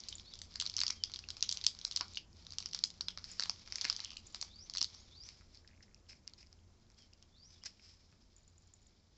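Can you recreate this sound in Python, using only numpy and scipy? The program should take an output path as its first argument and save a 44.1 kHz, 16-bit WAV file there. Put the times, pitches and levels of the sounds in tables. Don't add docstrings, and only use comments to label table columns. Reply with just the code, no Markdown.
import sys
import numpy as np
from scipy import signal
from scipy.fft import rfft, irfft
from scipy.io import wavfile

SR = 44100
rng = np.random.default_rng(int(sys.argv[2]) if len(sys.argv) > 2 else 0)


def materialize(psi):
    bounded = np.clip(np.atleast_2d(psi).T, -1, 1)
    quanta = np.round(bounded * 32767).astype(np.int16)
    wavfile.write(sys.argv[1], SR, quanta)


def boost(x):
    u = np.asarray(x, float) / 20
    return 10 ** u


N = 404397


def rms_one(x):
    return x / np.sqrt(np.mean(x ** 2) + 1e-20)


def peak_one(shapes):
    return shapes / np.abs(shapes).max(axis=1, keepdims=True)


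def in_time(rows):
    s, *columns = np.transpose(rows)
    return [np.interp(np.arange(N) / SR, s, c) for c in columns]


def coloured(x, spectrum):
    hz, level_db = np.transpose(spectrum)
    bins_hz = np.arange(N // 2 + 1) * SR / N + 1
    gain = boost(np.interp(np.log(bins_hz), np.log(hz), level_db))
    return rms_one(irfft(rfft(x) * gain, N))


def drift(rate_hz):
    r = np.exp(-80 * np.pi * rate_hz / SR)
    noise = rng.standard_normal(N // 40 + 2002)
    slow = rms_one(signal.lfilter([1], [1, -2 * r, r * r], noise)[2000:])
    return np.interp(np.arange(N) / 40, np.arange(len(slow)), slow)


def resonance(x, hz, width_hz):
    r = np.exp(-np.pi * width_hz / SR)
    zeros = [(1 - r * r) / 2, 0, (r * r - 1) / 2]
    poles = [1, -2 * r * np.cos(2 * np.pi * hz / SR), r * r]
    return signal.lfilter(zeros, poles, x + 1e-18)


def add(track, times, shapes):
    at = np.round(times * SR).astype(int)[:, None] + np.arange(shapes.shape[1])
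    np.add.at(track, np.clip(at, 0, N - 1), shapes)


def rings(rows, cycles, lift_db, late_s):
    s, peak_db, hz = np.transpose(rows)[:, :, None]
    turns, track = hz * np.arange(500) / SR, np.zeros(N)
    swell = 1 - np.exp(-turns / 1.2)
    shapes = swell * np.sin(2 * np.pi * turns) * boost(-60 * turns / cycles)
    add(track, s[:, 0] + late_s, boost(peak_db + lift_db) * peak_one(shapes))
    return track


ROOM_T60_S, WALL_CUT_HZ = 0.18, 7000


def room(x, t60_s):
    t = np.arange(round(.6 * SR)) / SR
    tail = rng.standard_normal(len(t)) * boost(-60 * t / t60_s) * (1 - np.exp(-t / 0.0007))
    lumps_db = 5 * rng.standard_normal(len(t) // 40 + 1) * np.exp(-t[::40] / .06)
    tail *= np.repeat(boost(lumps_db), 40)[:len(t)]
    tail = signal.sosfilt(signal.butter(1, WALL_CUT_HZ, fs=SR, output="sos"), tail)
    return signal.fftconvolve(x, tail / np.sqrt(np.sum(tail ** 2)))[:N]


# f/Hz, level/dB per Hz
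ROOM_TONE = [(62, -25), (105, -5), (141, -8.5), (199, -10.5), (789, -19.5), (1200, -23), (3900, -32.5),
             (5030, -26), (7250, -26.5), (8400, -40.5), (10900, -104), (18500, -120)]
# t/s, level/dB
TONE_LEVEL = [(0.0, -56.5), (4.47, -58), (9.17, -63)]
# f/Hz, width/Hz, level/dB
RUMBLE = [(24, 24, -10), (44.5, 34, -8), (84.5, 15, -13), (215, 50, -17), (340, 50, -22)]
# f/Hz, wander/Hz, level/dB rms
HUM = [(84.3, 2.5, -66), (176.5, 36, -77)]


def room_tone():
    air = coloured(rng.standard_normal(N), ROOM_TONE)
    white = rng.standard_normal(N)
    low = np.zeros(N)
    for hz, width_hz, level_db in RUMBLE:
        band = resonance(resonance(white, hz, width_hz), hz, width_hz)
        low += boost(level_db) * rms_one(band)
    for hz, wander_hz, level_db in HUM:
        turns = np.cumsum(hz + wander_hz * drift(17)) / SR
        low += boost(level_db + 60 + 3.4 * drift(6.2)) * np.sin(2 * np.pi * turns)
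    return boost(in_time(TONE_LEVEL)[0]) * (boost(-13) * air + boost(-2) * low)


# t/s, level/dB
RUSTLE = [(0.0, -54.5), (0.43, -62), (0.61, -57), (1.1, -62.5), (1.53, -54), (1.75, -55), (2.12, -55),
          (2.24, -84), (2.4, -58.5), (3.11, -63), (3.27, -61.5), (3.91, -47), (4.24, -63), (4.4, -53),
          (4.55, -63), (4.9, -56), (5.72, -75.5), (7.9, -71)]
# f/Hz, level/dB per Hz
RUSTLE_COLOUR = [(240, -47), (400, -21.5), (1130, -13), (1750, -20), (2290, -9.5), (2740, -15.5),
                 (3160, -8.5), (5210, -3), (7470, -20), (8600, -54.5), (11200, -72), (18900, -120)]
# peak t/s, fade/s, level/dB rms
SCUFFS = [(3.302, 0.11, -54.5), (5.285, 0.059, -61), (5.547, 0.04, -65.5), (5.829, 0.0082, -59.5),
          (6.103, 0.027, -53), (6.385, 0.02, -59.5), (6.41, 0.0091, -59), (6.465, 0.026, -76),
          (6.991, 0.029, -61.5), (7.505, 0.0097, -68), (7.52, 0.23, -71.5), (7.663, 0.015, -42),
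          (7.86, 0.091, -62.5)]
# f/Hz, level/dB per Hz
SCUFF_COLOUR = [(900, -29), (2300, -15.5), (3600, -19.5), (4400, -11.5), (5200, -1), (6300, -17),
                (8400, -22.5)]
SCUFF_RISE = 0.44


def rustle():
    sizes = boost(5 * np.minimum(rng.exponential(1, N), 4)) * rng.choice([-1, 1], N)
    born = rng.random(N) < 1200 * boost(6 * drift(25)) / SR
    hiss = rng.standard_normal(N) * boost(3 * drift(25))
    both = 0.51 * rms_one(sizes * born) + hiss
    t, swell = np.arange(N) / SR, np.zeros(N)
    for s, fade_s, level_db in SCUFFS:
        rise = -((t - s) / (SCUFF_RISE * fade_s)) ** 2
        swell += boost(level_db) * np.exp(np.where(t < s, rise, (s - t) / fade_s))
    scuff = coloured(both + 0.4 * rng.standard_normal(N), SCUFF_COLOUR)
    return boost(in_time(RUSTLE)[0] - 7) * coloured(both, RUSTLE_COLOUR) + swell * scuff


AFTER_S, AFTER_DB, AFTER_SPREAD_DB = 0.0065, -20, 1
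STRAY_OVER_DB, STRAY_SPREAD_DB = 2, 4.5


def small_creases(big):
    late, size = rng.exponential(1, (len(big), 2)).T
    after_s = big[:, 0] + 0.001 + AFTER_S * late
    after_db = big[:, 1] + AFTER_DB - AFTER_SPREAD_DB * (size - 1)
    place, size = rng.random((500, 2)).T
    stray_s = place * N / SR
    rustle_db = np.interp(stray_s, *np.transpose(RUSTLE))
    stray_db = rustle_db + STRAY_OVER_DB - STRAY_SPREAD_DB * np.log(0.05 + size)
    return np.hstack([(after_s, after_db), (stray_s, stray_db)])[:, :, None]


# f/Hz, width/Hz
PACKET = [(1200, 900), (2200, 700)]
MIC_HZ, MIC_WIDTH_HZ, MIC_DB = 4800, 1200, 8
SPREAD_S, SETTLE_S, SAG_PER_S = .00006, 0.0008, 41.3
MUFFLED_FROM_S, MUFFLED_DB = 5.8, -9


def snaps(s, peak_db, hz, dull_db):
    t = np.arange(300) / SR
    chance = rng.standard_normal((len(s), 303))
    onset = 1 - np.exp(-t / 0.00013)
    burst = chance[:, :300] * onset * boost(-60 * t / 0.0043)

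    crack = burst + boost(MIC_DB) * resonance(burst, MIC_HZ, MIC_WIDTH_HZ)
    crack_band = signal.butter(3, [3000, 6500], "band", fs=SR, output="sos")
    crack = peak_one(signal.sosfilt(crack_band, crack))
    crack = crack * boost(np.where(s > MUFFLED_FROM_S, MUFFLED_DB, 0))

    bent_t = t + SPREAD_S * (1 - np.exp(-t / SETTLE_S)) - SAG_PER_S * t * t
    facet = onset * np.sin(2 * np.pi * hz * bent_t) * boost(-60 * t * hz / 16)

    dull = 0
    for k, (mode_hz, width_hz) in enumerate(PACKET):
        dull = dull + boost(3 * chance[:, 300 + k, None]) * resonance(burst, mode_hz, width_hz)
    dull = signal.sosfilt(signal.butter(2, 650, "high", fs=SR, output="sos"), dull)
    dull = boost(dull_db - 5) * peak_one(dull)

    direct = peak_one(crack + boost(7.5) * facet) + dull
    outward = crack + (1800 / hz) ** 2 * facet + dull
    return s[:, 0], boost(peak_db - 1.5) * direct, boost(0.83 * peak_db - 17) * outward


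# t/s, level/dB peak, ring f/Hz, dull level/dB
CREASES = [(.0033, -33.5, 5920, -27), (.037, -35.5, 4400, -18), (.0857, -27.5, 4500, -26),
           (.0891, -32, 5800, -33), (.127, -29, 3440, -30), (.1825, -38, 4030, -25),
           (.1972, -35.5, 3570, -25), (.3373, -33, 4200, -14), (.3902, -37, 5740, -24),
           (.4166, -28.5, 4000, -8), (.5576, -26.5, 4820, -18.5), (.5999, -20, 4760, -50),
           (.6118, -19.5, 4840, -17), (.6225, -25.5, 4770, -7), (.6554, -30, 4770, -4.5),
           (.6636, -20.5, 4340, -42), (.6976, -27, 4920, -35), (.717, -39, 4400, -22),
           (.74, -29, 4370, -14), (.7662, -18, 5640, -48), (.7823, -24, 4600, -6),
           (.7902, -21, 4320, -9), (.8038, -18.5, 4740, -43), (.815, -15, 4200, -17),
           (.8348, -19, 4900, -4.5), (.8536, -41, 4770, -4), (.8662, -17, 4720, -29),
           (.8802, -19, 4440, -16), (.9024, -28.5, 4440, 6), (.905, -17, 4850, -23),
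           (1.0373, -15, 4680, -33.5), (1.0975, -41.5, 3570, 1.5), (1.1176, -34.5, 4600, -23),
               (1.1378, -25, 4130, -28), (1.1434, -32, 4680, -1.5), (1.1598, -27, 3800, -19),
               (1.19, -30, 4420, -10.5), (1.239, -42.5, 2850, -1), (1.2874, -29, 4470, -25),
               (1.304, -24, 4240, -25), (1.3682, -32, 4400, -7.5), (1.408, -31, 4970, -23),
               (1.426, -9.5, 4900, -43), (1.4917, -16, 4710, -27), (1.514, -23.5, 4790, -32),
               (1.525, -20.5, 5600, -23), (1.572, -23.5, 4360, -35.5), (1.6131, -30, 4050, -11),
               (1.64, -23.5, 4430, -17.5), (1.646, -24, 4300, -18), (1.666, -7, 4700, -47),
               (1.7888, -33.5, 4560, -9.5), (1.814, -32, 4230, -32), (1.85, -18.5, 4340, -12),
               (1.912, -26.5, 4520, -12.5), (1.9229, -29, 4000, -39), (1.9626, -14, 4510, -23),
               (1.9726, -21.5, 4500, -10), (2.0097, -17.5, 4400, -7.5), (2.172, -22, 3080, -27),
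           (2.157, -36, 4670, -16), (2.467, -34, 4030, -6), (2.506, -36, 4350, -27), (2.522, -32, 4650, -14),
          (2.535, -37, 4770, -6), (2.5844, -18, 4650, -22), (2.6034, -31, 4800, -8),
          (2.6254, -32.5, 4480, -4), (2.6588, -23, 4850, -11), (2.7328, -27, 4450, -9),
          (2.747, -21.5, 4940, -9), (2.752, -33, 4570, -9), (2.776, -38, 4600, -1),
          (2.79, -25.5, 4870, -31), (2.8384, -11, 4460, -23), (2.903, -33.5, 4850, -11),
          (3.009, -20, 4340, -18), (3.084, -20.5, 4240, -11), (3.1747, -28.5, 4260, -1),
          (3.1852, -36, 4260, -37), (3.242, -29, 4440, -12), (3.3964, -17, 4400, -7),
          (3.4057, -23, 4700, -10), (3.4243, -22, 4330, -8), (3.4359, -19.5, 4900, -9),
          (3.457, -32, 3250, 0), (3.496, -17, 4840, -5), (3.6758, -37, 4800, -1.5),
          (3.7231, -24.5, 5000, -3), (3.757, -20, 4840, -8.5),
           (3.7835, -27.5, 4900, -2.5), (3.812, -19.5, 4680, -15), (3.816, -26, 4600, -16),
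           (3.845, -22, 4580, -20), (3.8516, -24.5, 5900, -14), (3.8859, -30, 4930, -20),
           (3.8991, -14.5, 4880, -7), (3.927, -24.5, 4900, -8), (3.964, -25.5, 4900, -33),
           (3.993, -35.5, 4550, 4), (4.003, -25, 4150, -43), (4.04, -37, 5120, 0), (4.0469, -26, 5830, -41),
           (4.1048, -32.5, 4930, -36), (4.117, -40, 4270, 9), (4.17, -31, 4500, -53),
           (4.3461, -27, 4250, -3.5), (4.3582, -35, 4600, -19), (4.4131, -23.5, 4600, -13),
           (4.426, -23.5, 4660, -5.5), (4.698, -28.5, 4620, -8.5), (4.7373, -28.5, 4570, -35),
           (4.7505, -27, 4600, -6.5), (4.7597, -30.5, 4400, -5), (4.7716, -21, 4520, -32),
           (4.7828, -18.5, 4700, -22.5), (4.8096, -24, 4540, -20), (4.8142, -14.5, 4560, -12),
           (4.827, -15.5, 5120, -26), (4.844, -20, 4650, -17),
           (4.947, -40, 4730, -8), (5.236, -42, 4760, -6), (5.2884, -34, 4730, -6), (5.41, -55, 4800, 9),
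            (5.547, -44, 4600, -15), (5.5534, -46, 4760, -11), (5.573, -42.5, 4750, -14),
            (5.676, -44.5, 4800, -23), (5.9453, -43, 5330, -24.5), (6.154, -58, 6000, -20),
            (6.2766, -29.5, 5200, -30), (6.336, -39, 4500, -16), (6.4288, -47, 5160, 2.5),
            (6.4702, -50, 4800, -15), (6.528, -43.5, 5240, -12), (6.901, -53, 5350, 1),
            (6.945, -55, 4730, -13), (7.022, -48, 4900, -14), (7.1344, -45, 5160, -35),
            (7.226, -43, 5270, -16), (7.637, -37, 5360, -1), (7.6514, -40, 5270, -9),
            (7.6584, -32, 5700, -9), (7.796, -48.5, 2540, -3), (8.1258, -61, 4680, 12)]
# t/s, level/dB peak, ring f/Hz
TICKS = [(.3541, -39.5, 5500), (.4753, -63, 4000), (0.5226, -52, 4700), (0.5397, -40, 4540),
         (0.6736, -26.5, 4300), (2.0812, -42, 5000), (2.1186, -56, 4200), (2.135, -41, 6500),
         (2.1464, -37, 4070), (2.155, -39.5, 3900), (2.16, -38, 5500), (2.1748, -30, 4850),
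         (2.3293, -53, 5080), (2.3905, -66, 5200), (2.449, -46, 4900), (2.712, -39.5, 4910),
         (2.728, -40, 4830), (2.763, -38, 4230), (2.827, -49, 4670), (2.848, -39, 5530),
         (2.852, -38.5, 5500), (3.84, -39, 5100), (3.85, -22.5, 4500), (3.871, -39, 4900),
         (3.88, -35, 4830), (3.903, -33, 5000), (3.905, -34, 4660), (3.9312, -38, 5470),
         (5.9764, -57.5, 4980), (6.2721, -50, 4300), (6.285, -55, 5200), (6.296, -48, 5300),
         (6.4467, -66, 4000), (6.464, -58, 5060), (6.917, -55, 5670), (7.1761, -60, 5240)]


def foil():
    ticks = [(s + 0.0004, peak_db, hz, -18) for s, peak_db, hz in TICKS]
    rows = np.vstack([CREASES, ticks])
    s, peak_db = small_creases(rows)
    small_hz = 4700 * np.exp(0.14 * rng.standard_normal(s.shape))
    small = snaps(s, peak_db, small_hz, -4.5)
    big = snaps(*rows.T[:, :, None])
    times, direct, outward = [np.concatenate(pair) for pair in zip(big, small)]
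    out = np.zeros(N)
    add(out, times, direct)
    for place in range(4):
        track = np.zeros(N)
        add(track, times[place::4], outward[place::4])
        out += room(track, ROOM_T60_S)
    return out


# t/s, level/dB peak, f/Hz
GLINTS = [(0.0882, -26, 6430), (0.1518, -42, 6900), (0.388, -40, 7360), (0.417, -33, 7400),
          (0.5546, -36, 6450), (0.598, -23, 7260), (0.6973, -34, 6400), (0.7642, -37, 6500),
          (0.8026, -22, 6900), (0.865, -40, 6340), (0.902, -42, 6370), (1.036, -39, 6700),
          (.753, -41, 4600), (.774, -34, 5000), (.857, -35, 4540), (1.3029, -35, 7150), (1.4252, -37, 6400),
          (1.488, -32, 6440), (1.511, -24.5, 6500), (1.5257, -21, 6560), (1.6392, -35, 7700),
          (1.6634, -18, 6950), (1.847, -27, 6800), (1.914, -38, 6900), (1.9595, -24.5, 7170),
          (2.5835, -24.5, 6540), (2.7463, -41, 7000), (2.8382, -20.5, 6760), (3.0839, -49, 6450),
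          (3.399, -33, 6560), (3.4214, -33, 6630), (3.7224, -46, 6500), (3.7569, -30, 6550),
          (3.8107, -31, 6260), (3.8511, -38.5, 6330), (4.0462, -56, 6420), (4.168, -36, 7000),
          (4.266, -39, 6990), (4.344, -34, 6800), (4.4136, -26.5, 6840), (4.813, -32, 6700),
          (4.8259, -27, 6680), (7.661, -40, 6250)]


def facet_glints():
    return rings(GLINTS, cycles=8.6, lift_db=-3, late_s=0.001139)


# t/s, level/dB peak, f/Hz
KNOCKS = [(0.1254, -33, 3520), (0.6006, -22.5, 3380), (0.6134, -29, 3260), (1.0378, -30, 3400),
          (2.173, -27, 2950), (2.18, -42, 3000), (1.1593, -33, 3250), (1.4272, -28.5, 2900),
          (1.2395, -40, 2800), (2.7476, -31, 3550), (3.0853, -28.5, 3420), (3.898, -30, 3290),
          (4.1676, -34.5, 2910), (7.1302, -54, 2790), (7.225, -51.5, 3110)]


def fold_knocks():
    return rings(KNOCKS, cycles=15, lift_db=-4, late_s=.0003)


# t/s, level/dB peak
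BELL_TICKS = [(0.153, -46.5), (3.315, -49.5), (4.2697, -55), (4.325, -64), (8.364, -61.5), (8.3812, -67),
              (8.432, -72.5), (8.4776, -64), (8.499, -74), (8.58, -63.5), (8.621, -72), (8.672, -68),
              (8.737, -57), (8.758, -84), (8.817, -73), (8.8276, -71), (8.8678, -65)]
# f/Hz, level/dB, t60/s
BELL = [(6990, 7, 0.022), (7150, -2, 0.016), (6280, -6.5, 0.014)]


def bell():
    s, peak_db = np.transpose(BELL_TICKS)
    t, track = np.arange(3000) / SR, np.zeros(N)
    for hz, level_db, t60_s in BELL:
        strength = boost(peak_db + level_db + rng.normal(0, 0.52, len(s)))
        mode = np.sin(2 * np.pi * hz * t) * boost(-60 * t / t60_s)
        add(track, s + 0.0002, strength[:, None] * mode)
    return track


# t/s from the last step, f/Hz, level/dB
PHRASE = [
    (-.14, 3150, -18),
    (-.118, 3520, -9),
    (-.092, 3750, -7),
    (-.074, 4420, -9),
    (-.055, 4600, -4),
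    (-.017, 4870, 0),
    (0, 5580, -2),
    (.027, 6050, -4),
    (.055, 6080, -14),
]
# t/s of the last step, level/dB
PHRASES = [
    (4.614, -59.5),
    (5.232, -59),
    (7.45, -66),
]
# start t/s, length/s, from f/Hz, to f/Hz, level/dB
CHIRPS = [(.238, .022, 3850, 4250, -68), (.267, .024, 4350, 4420, -64), (.288, .016, 4400, 4750, -65),
          (.25, .026, 3400, 3950, -67), (.305, .036, 4100, 3200, -64), (.952, .035, 3220, 3220, -72),
          (.998, .04, 3170, 2980, -66), (3.06, .024, 4600, 5300, -61), (4.94, .02, 4900, 6100, -67),
          (4.96, .07, 6100, 7000, -75), (6.965, .065, 3300, 3320, -79), (6.995, .05, 3270, 3000, -80),
          (7.49, .06, 6050, 6000, -78), (7.52, .05, 4000, 3300, -76), (7.612, .028, 2750, 3500, -75)]
WARBLE = .007


def bird():
    track, tremble = np.zeros(N), np.exp(WARBLE * drift(150))
    notes = [np.array(PHRASE) + [s, 0, level_db] for s, level_db in PHRASES]
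    for s, length_s, from_hz, to_hz, level_db in CHIRPS:
        notes.append([(s, from_hz, level_db), (s + length_s, to_hz, level_db)])
    for rows in notes:
        s, hz, level_db = np.transpose(rows)
        at = np.arange(round(s[0] * SR), round(s[-1] * SR))
        turns = np.cumsum(np.interp(at / SR, s, hz) * tremble[at]) / SR
        level = signal.windows.tukey(len(at), .25) * boost(np.interp(at / SR, s, level_db))
        track[at] += level * np.sin(2 * np.pi * turns)
    return track * boost(3 + 2 * drift(60)) + boost(3) * room(track, .17)


# t/s, level/dB peak, f/Hz
POPS = [(0.555, -38.5, 1900), (0.814, -26.5, 2410), (0.902, -35, 2340), (1.287, -45, 1470),
        (1.643, -37, 2170), (2.008, -28, 1180), (2.015, -37.5, 1120), (2.657, -49, 1360),
        (2.746, -44, 1400), (3.007, -42, 1400), (3.083, -43, 1330), (3.174, -53, 1100), (3.395, -37, 1290),
        (3.422, -32, 1970), (3.723, -45, 2300), (3.844, -28, 2230), (3.851, -21, 2200), (3.899, -42, 2270),
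        (3.993, -37.5, 2250), (6.2765, -45.5, 2300), (6.334, -63, 939), (6.427, -60, 2220),
        (6.527, -61.5, 2325)]


def pouch_pops():
    return rings(POPS, cycles=4.9, lift_db=-3.5, late_s=.0009)


# t/s, f/Hz, level/dB rms
MOTOR = [
    (1.6, 205, -96.5),
    (2.1, 195, -73.5),
    (2.3, 155, -78),
    (2.7, 165, -71),
    (3.1, 185, -75.5),
    (3.5, 170, -74.5),
    (3.8, 170, -103.5),
]


def motor():
    hz, level_db = in_time(MOTOR)
    turns = np.cumsum(hz + 6 * drift(8)) / SR
    return boost(level_db + 4 + 3 * drift(5)) * np.sin(2 * np.pi * turns)


# t/s, level/dB peak, f/Hz
THUDS = [
    (2.009, -51, 326),
    (3.85, -50, 230),
    (4.814, -50.5, 310),
    (8.12, -56, 109),
]


def thuds():
    return rings(THUDS, cycles=9, lift_db=-5.5, late_s=0)


# t/s, level/dB peak, f/Hz
BARBS = [(5.6463, -61, 1840), (5.6544, -72, 1670), (5.6755, -63, 2500), (5.69, -64, 1910),
         (5.703, -65, 1880), (5.712, -62.5, 2450), (5.7234, -68, 1890), (5.7324, -62, 2100),
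         (5.7404, -66, 2280), (5.7484, -66, 2560), (5.7763, -64, 2250), (5.8057, -58, 1930),
         (5.8164, -69, 2000), (5.8338, -63, 1960), (5.88, -64, 2030), (5.8924, -70, 1970),
         (5.912, -69, 2250), (5.9364, -71, 2300), (5.9449, -63, 2600), (5.9638, -67, 2450),
         (4.0557, -39.5, 3170),
    (4.0744, -51, 3060),
    (4.094, -48, 3040),
    (4.1053, -42.5, 3060),
    (4.1153, -56, 2950),
    (4.129, -48, 3060),
    (4.14, -52, 2950),
    (6.0656, -67, 3080),
    (6.589, -65.5, 3100),
]


def tongue_barbs():
    return rings(np.array(BARBS), cycles=12, lift_db=3, late_s=.0006)


# start t/s, end t/s, f/Hz, level/dB peak
LICKS = [
    (6.095, 6.135, 2300, -52),
]
LICK_PER_S = 80


def tongue_licks():
    t, track = np.arange(400) / SR, np.zeros(N)
    for start_s, end_s, hz, peak_db in LICKS:
        s = np.arange(start_s, end_s, 1 / LICK_PER_S)
        chance = rng.standard_normal((12, 3))[:len(s)]
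        ring_hz = hz * np.exp(.03 * chance[:, :1])
        ring = np.sin(2 * np.pi * ring_hz * t) * boost(-60 * t / .007)
        add(track, s + .0012 * chance[:, 1], boost(peak_db + 3 * chance[:, 2:]) * ring)
    return track


def scene():
    edges = facet_glints() + fold_knocks() + pouch_pops()
    cat = bell() + tongue_licks()
    barbs = tongue_barbs()
    echoes = room(boost(-9.5) * cat + boost(-9) * edges + boost(-14) * barbs, ROOM_T60_S)
    packet = foil() + rustle() + edges + thuds()
    mono = packet + cat + barbs + echoes + bird() + room_tone() + motor()
    return np.array([mono, mono])


def low_pass(x):
    return signal.sosfilt(signal.butter(12, 8800, fs=SR, output="sos"), x)


CUTOFF_HZ = 8815


def record(dry):
    cut = signal.sosfilt(signal.cheby2(12, 55, CUTOFF_HZ, fs=SR, output="sos"), dry)
    mix = cut + boost(-99) * rng.standard_normal(dry.shape[1])
    return low_pass(mix)


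dry = scene()
out = record(dry)
materialize(out)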